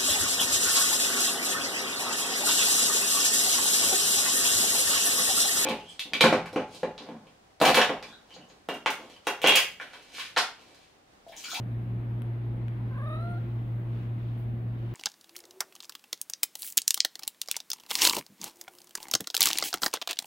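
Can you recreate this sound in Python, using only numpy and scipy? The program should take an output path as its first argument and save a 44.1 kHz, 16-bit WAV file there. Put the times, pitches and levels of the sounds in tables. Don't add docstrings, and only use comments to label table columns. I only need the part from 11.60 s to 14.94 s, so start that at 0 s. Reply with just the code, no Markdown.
import sys
import numpy as np
from scipy import signal
from scipy.fft import rfft, irfft, next_fast_len
from scipy.io import wavfile
from scipy.ndimage import uniform_filter1d, map_coordinates

SR = 44100
rng = np.random.default_rng(int(sys.argv[2]) if len(sys.argv) > 2 else 0)


def natural_amplitude(level_db):
    exponent = np.asarray(level_db, float) / 20
    return 10 ** exponent


def to_wav(s):
    ch = np.atleast_2d(s).T
    pcm = np.round(np.clip(ch, -1, 1) * 32767)
    wavfile.write(sys.argv[1], SR, pcm.astype(np.int16))


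N = 147294


def unit(x):
    return x / np.sqrt(np.mean(x ** 2) + 1e-20)


def along(points, hz):
    f, v = np.transpose(points)
    return np.interp(np.log(hz + 1), np.log(f + 1), v)


def wobble(rate_hz):
    knots = rng.standard_normal(int(N * rate_hz / SR) + 4)
    return map_coordinates(knots, [np.arange(N) * rate_hz / SR])


def filtered(x, response):
    m = next_fast_len(N + 8192)
    return irfft(rfft(x, m) * response(np.fft.rfftfreq(m, 1 / SR)), m)[..., :N]


def peak(f, hz, width_hz):
    return 1j * f * width_hz / (hz * hz - f * f + 1j * f * width_hz)


def cat():
    # start_s, pitch_hz, effort_db, brightness_db_per_octave, flutter_depth (0-1)
    trill = [
        (1.295, 505, -63, 1, .6),
        (1.385, 540, -55, 2, 1),
        (1.465, 612, -49, 0, .65),
        (1.54, 626, -47, 1, .4),
        (1.585, 648, -52, 0, .3),
        (1.65, 690, -48, -2, .1),
        (1.72, 700, -48, -4, .08),
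        (1.774, 695, -51, -2, .1),
        (1.789, 820, -57, 0, .2),
    ]
    t = np.arange(N) / SR
    start_s, *columns = np.transpose(trill)
    pitch_hz, effort_db, tilt_db, depth = [np.interp(t, start_s, c) for c in columns]
    fade_in = np.clip((t - start_s[0]) / .01, 0, 1)
    fade_out = np.clip((start_s[-1] + .004 - t) / .006, 0, 1)

    flutter_hz, top_s, rise_share = 25, 1.39, .3
    speed_up = 1 + 1.2 * np.maximum(t - 1.45, 0)
    turn = (flutter_hz * (t - top_s) * speed_up + 0.05 * wobble(30)) % 1
    saw = np.interp(turn, [0, 1 - rise_share, 1], [1, -1, 1])
    saw = uniform_filter1d(saw, 150)

    swing, jitter = 0.079, .008
    hz = pitch_hz * (1 + swing * depth * saw + jitter * (.4 + depth) * wobble(120))
    phase = 2 * np.pi * np.cumsum(hz) / SR
    choke = np.sqrt(np.maximum(depth - .1, 0)) * np.maximum(np.cos(4 * np.pi * turn + wobble(20)), 0) ** 2
    dip_db = 1 * depth * np.maximum(-saw, 0) ** 2
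    level = fade_in * fade_out * natural_amplitude(effort_db - dip_db)

    voice = level * vocal_folds(hz, phase, tilt_db, choke) + nostrils(phase, level, depth)
    room_db = -15
    return at_ports(voice) + natural_amplitude(room_db) * room(voice)


def vocal_folds(hz, phase, tilt_db, choke):
    # pitch_hz, level_db
    throat = [(500, -1), (700, 0.5), (1250, 3), (1650, -1), (2000, -13.5), (2600, -16.5), (3300, -43.5),
              (5000, -51.5)]
    folds = 0
    for k in range(1, 7):
        palate = natural_amplitude(-16) * abs(peak(k * hz, 3900, 550)) ** 2
        tract = natural_amplitude(along(throat, k * hz)) + palate
        choke_db = 6 * np.sqrt(k / 2) * choke
        folds = folds + tract * natural_amplitude(5 - choke_db + tilt_db * np.log2(k)) * np.sin(k * phase)
    return folds


def nostrils(phase, level, depth):
    # pitch_hz, width_hz, level_db
    whistle = [(9300, 790, -29.5), (8500, 510, -43.5), (14800, 4000, -39)]
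    buzz = sum(np.cos(k * phase) for k in range(11, 18))
    breath_db, gate = 10.5, 0.99
    breath = natural_amplitude(breath_db) * (1 + gate * np.cos(phase)) * rng.standard_normal(N)
    fluttering = np.arange(N) / SR > 1.38
    push_db = 5 * depth * fluttering + 2 * wobble(50)
    source = level * natural_amplitude(push_db) * (buzz + breath)
    return filtered(source, lambda f: sum(natural_amplitude(db) * peak(f, c, w) ** 2 for c, w, db in whistle))


def at_ports(x):
    # pitch_hz, left_lead_rad, left_over_right_db
    image = [(300, .1, -1.5), (620, 0.56, 2), (1270, 1.2, -1), (1710, 2.16, -1), (3680, 3.7, 11.5),
             (9900, 12, 4)]
    image_hz, lead_rad, pan_db = np.transpose(image)

    def ports(f):
        gain = natural_amplitude(np.outer([.5, -.5], np.interp(f, image_hz, pan_db)))
        return gain * np.exp(1j * np.outer([.5, -.5], np.interp(f, image_hz, lead_rad)))
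    return filtered(x, ports)


def room(x):
    # pitch_hz, t60_s
    decay = [(300, 0.1), (2000, 0.75), (10000, 0.067)]
    hz, t, z = signal.stft(rng.standard_normal((2, SR // 2)), SR, nperseg=256)
    fade = natural_amplitude(-60 * t / along(decay, hz)[:, None])
    tail = signal.istft(z * fade, SR, nperseg=256)[1]
    tail = tail / np.linalg.norm(tail[0])
    delayed = np.pad(x, (300, 0))[None]
    return signal.fftconvolve(delayed, tail, axes=1)[:, :N]


def ticks():
    # start_s, peak_db, body_hz, crack_over_body_db
    knocks = [
        (.6199, -37, 1100, -3),
        (1.0826, -37, 1500, -14),
        (2.273, -54, 2200, -20),
        (3.313, -50, 2400, -20),
    ]
    # pitch_hz, width_hz, level_db
    case = [(3100, 1100, -5), (5600, 900, -21)]
    out, tails, t = np.zeros((2, N)), np.zeros(N), np.arange(200) / SR
    crack_t60_s, pan_db, room_db = .002, 8, -13
    far_port = round(.0001 * SR)
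    for start_s, db, body_hz, crack_db in knocks:
        blow, crack = np.zeros((2, N))
        start = round(start_s * SR)
        blow[start] = 1
        crack[start:][:200] = natural_amplitude(-60 * t / crack_t60_s) * rng.standard_normal(200)

        def shell(f):
            ring = sum(natural_amplitude(g) * peak(f, c, w) for c, w, g in case)
            return (peak(f, body_hz, 600) - ring) / (1 + 1j * f / 3000)
        body = filtered(blow, shell)
        crack = filtered(crack, lambda f: peak(f, 11800, 9000) ** 4)
        snap = natural_amplitude(db) * (body / abs(body).max() + natural_amplitude(crack_db) * crack / abs(crack).max())
        out += [snap * natural_amplitude(pan_db / 2), -np.roll(snap, far_port) * natural_amplitude(-pan_db / 2)]
        tails += snap
    return out + natural_amplitude(room_db) * room(tails)


def fur():
    # centre_s, rise_s, fall_s, level_db, pitch_hz
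    strokes = [
        (2.4, .1, .08, -62, 2500),
        (2.7, .15, .2, -67, 3000),
        (3.3, .2, .1, -67, 3000),
        (1.7, .5, .5, -70, 3000),
        (2.785, .015, .055, -75, 10500),
        (2.79, .015, .05, -71, 14800),
        (.64, .01, .05, -82, 10500),
    ]
    out, t = np.zeros((2, N)), np.arange(N) / SR
    for centre_s, rise_s, fall_s, db, hz in strokes:
        swell = np.exp(-((t - centre_s) / np.where(t < centre_s, rise_s, fall_s)) ** 2)
        grain = rng.standard_normal((2, N)) * natural_amplitude(1.3 * wobble(300))
        cloth = unit(filtered(grain, lambda f: peak(f, hz, 1700) ** 2))
        out += natural_amplitude(db) * swell * cloth * natural_amplitude([[1.5], [-1.5]])
    return out


def motors():
    # multiple, level_db (rms)
    first = [(1, -69), (2, -31.5), (4, -51.5), (6, -58.5)]
    # multiple, level_db (rms), in_step_s (when it meets the first motor's phase)
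    second = [(1, -53.5, 0.53), (2, -50.5, 0.16)]
    first_hz, second_hz = 58.61, 55.86
    t, drift, slip = np.arange(N) / SR, .02 * wobble(2), .12 * wobble(3)
    lead_rad = np.array([[.5], [-.5]]) * .1
    sway_db, pan_db = .4, .2
    hum = 0
    for k, db in first:
        turn = k * (2 * np.pi * first_hz * t + drift)
        hum = hum + natural_amplitude(db + 2 + sway_db * wobble(3)) * np.cos(turn + lead_rad)
    for k, db, in_step_s in second:
        turn = k * (2 * np.pi * (second_hz * (t - in_step_s) + first_hz * in_step_s) + slip)
        hum = hum + natural_amplitude(db + 3.5 + 3 * sway_db * wobble(1.5)) * np.cos(turn)
    return hum * natural_amplitude([[pan_db / 2], [-pan_db / 2]])


def rush(spectrum, patchy_db):
    # pitch_hz, correlation (-1 to 1)
    alike = [(30, .94), (130, .96), (290, .81), (640, .43), (1410, -.3), (3100, .1), (6800, 0)]
    # pitch_hz, left_over_right_db
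    lean = [(200, 0), (700, .5), (1300, 0), (2400, 2), (4400, 4), (8000, 1), (15000, 3)]
    z = signal.stft(rng.standard_normal((2, N + 512)), nperseg=512)[2]
    patches = uniform_filter1d(rng.standard_normal(z.shape[1:]), 6, 0)
    patches = unit(uniform_filter1d(patches, 14, 1))
    pair = signal.istft(z * natural_amplitude(patchy_db * patches), nperseg=512)[1][:, :N]

    def spread(hz):
        angle = np.arccos(np.clip(along(alike, hz), -1, 1)) / 2
        return natural_amplitude(along(spectrum, hz)) * [np.cos(angle), np.sin(angle)]
    mid, side = filtered(pair, spread)
    stereo = np.array([mid + side, mid - side])
    return unit(filtered(stereo, lambda hz: natural_amplitude(np.outer([.5, -.5], along(lean, hz)))))


def rumble():
    # pitch_hz, level_db_per_hz
    low_air = [(20, -13.5), (40, -1), (100, -2), (145, -8.5), (185, 1), (240, -5), (340, -6), (420, -15)]
    # pitch_hz, width_hz, level_db
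    modes = [(186.4, 6.7, 0), (222.6, 20, 0.5), (282, 16, -7.5), (338.6, 8.3, 4)]
    low = rush([(10, -62.5)] + low_air + [(520, -58.5)], patchy_db=1.5)
    boom = filtered(low, lambda f: 1 + sum(natural_amplitude(db) * peak(f, c, w) for c, w, db in modes))
    return natural_amplitude(-44.5) * unit(boom)


def moving_air():
    # pitch_hz, level_db_per_hz
    draught = [(400, -6), (720, -8.5), (900, -12), (1400, -16), (2100, -19), (3700, -30), (5200, -42.5),
               (7800, -79)]
    return natural_amplitude(-50.5 + .5 * wobble(2.4)) * rush(draught + [(12000, -120)], patchy_db=0.72)


def microphone_hiss():
    # pitch_hz, level_db_per_hz
    bright = [(3240, -34), (5500, -15), (6470, -4), (7030, -9.5), (8270, -7.5), (12100, -1.5),
              (15700, -1.5)]
    return natural_amplitude(-73 + .6 * wobble(1.5)) * rush(bright, patchy_db=-1.6)


def scene():
    return cat() + ticks() + fur() + motors() + rumble() + moving_air() + microphone_hiss()


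def band_limit(x):
    return signal.sosfilt(signal.butter(12, 16400, fs=SR, output="sos"), x)


def record(dry):
    shelf_hz, shelf_db, dim_until_s, top_hz = 14000, -6, 1.3, 15780
    top = filtered(dry, lambda f: np.clip((f - shelf_hz) / 500, 0, 1))
    held = (1 - natural_amplitude(shelf_db)) * (np.arange(N) < dim_until_s * SR)
    mix = filtered(dry - held * top, lambda f: f < top_hz)
    return band_limit(mix)


dry = scene()
out = record(dry)
to_wav(out)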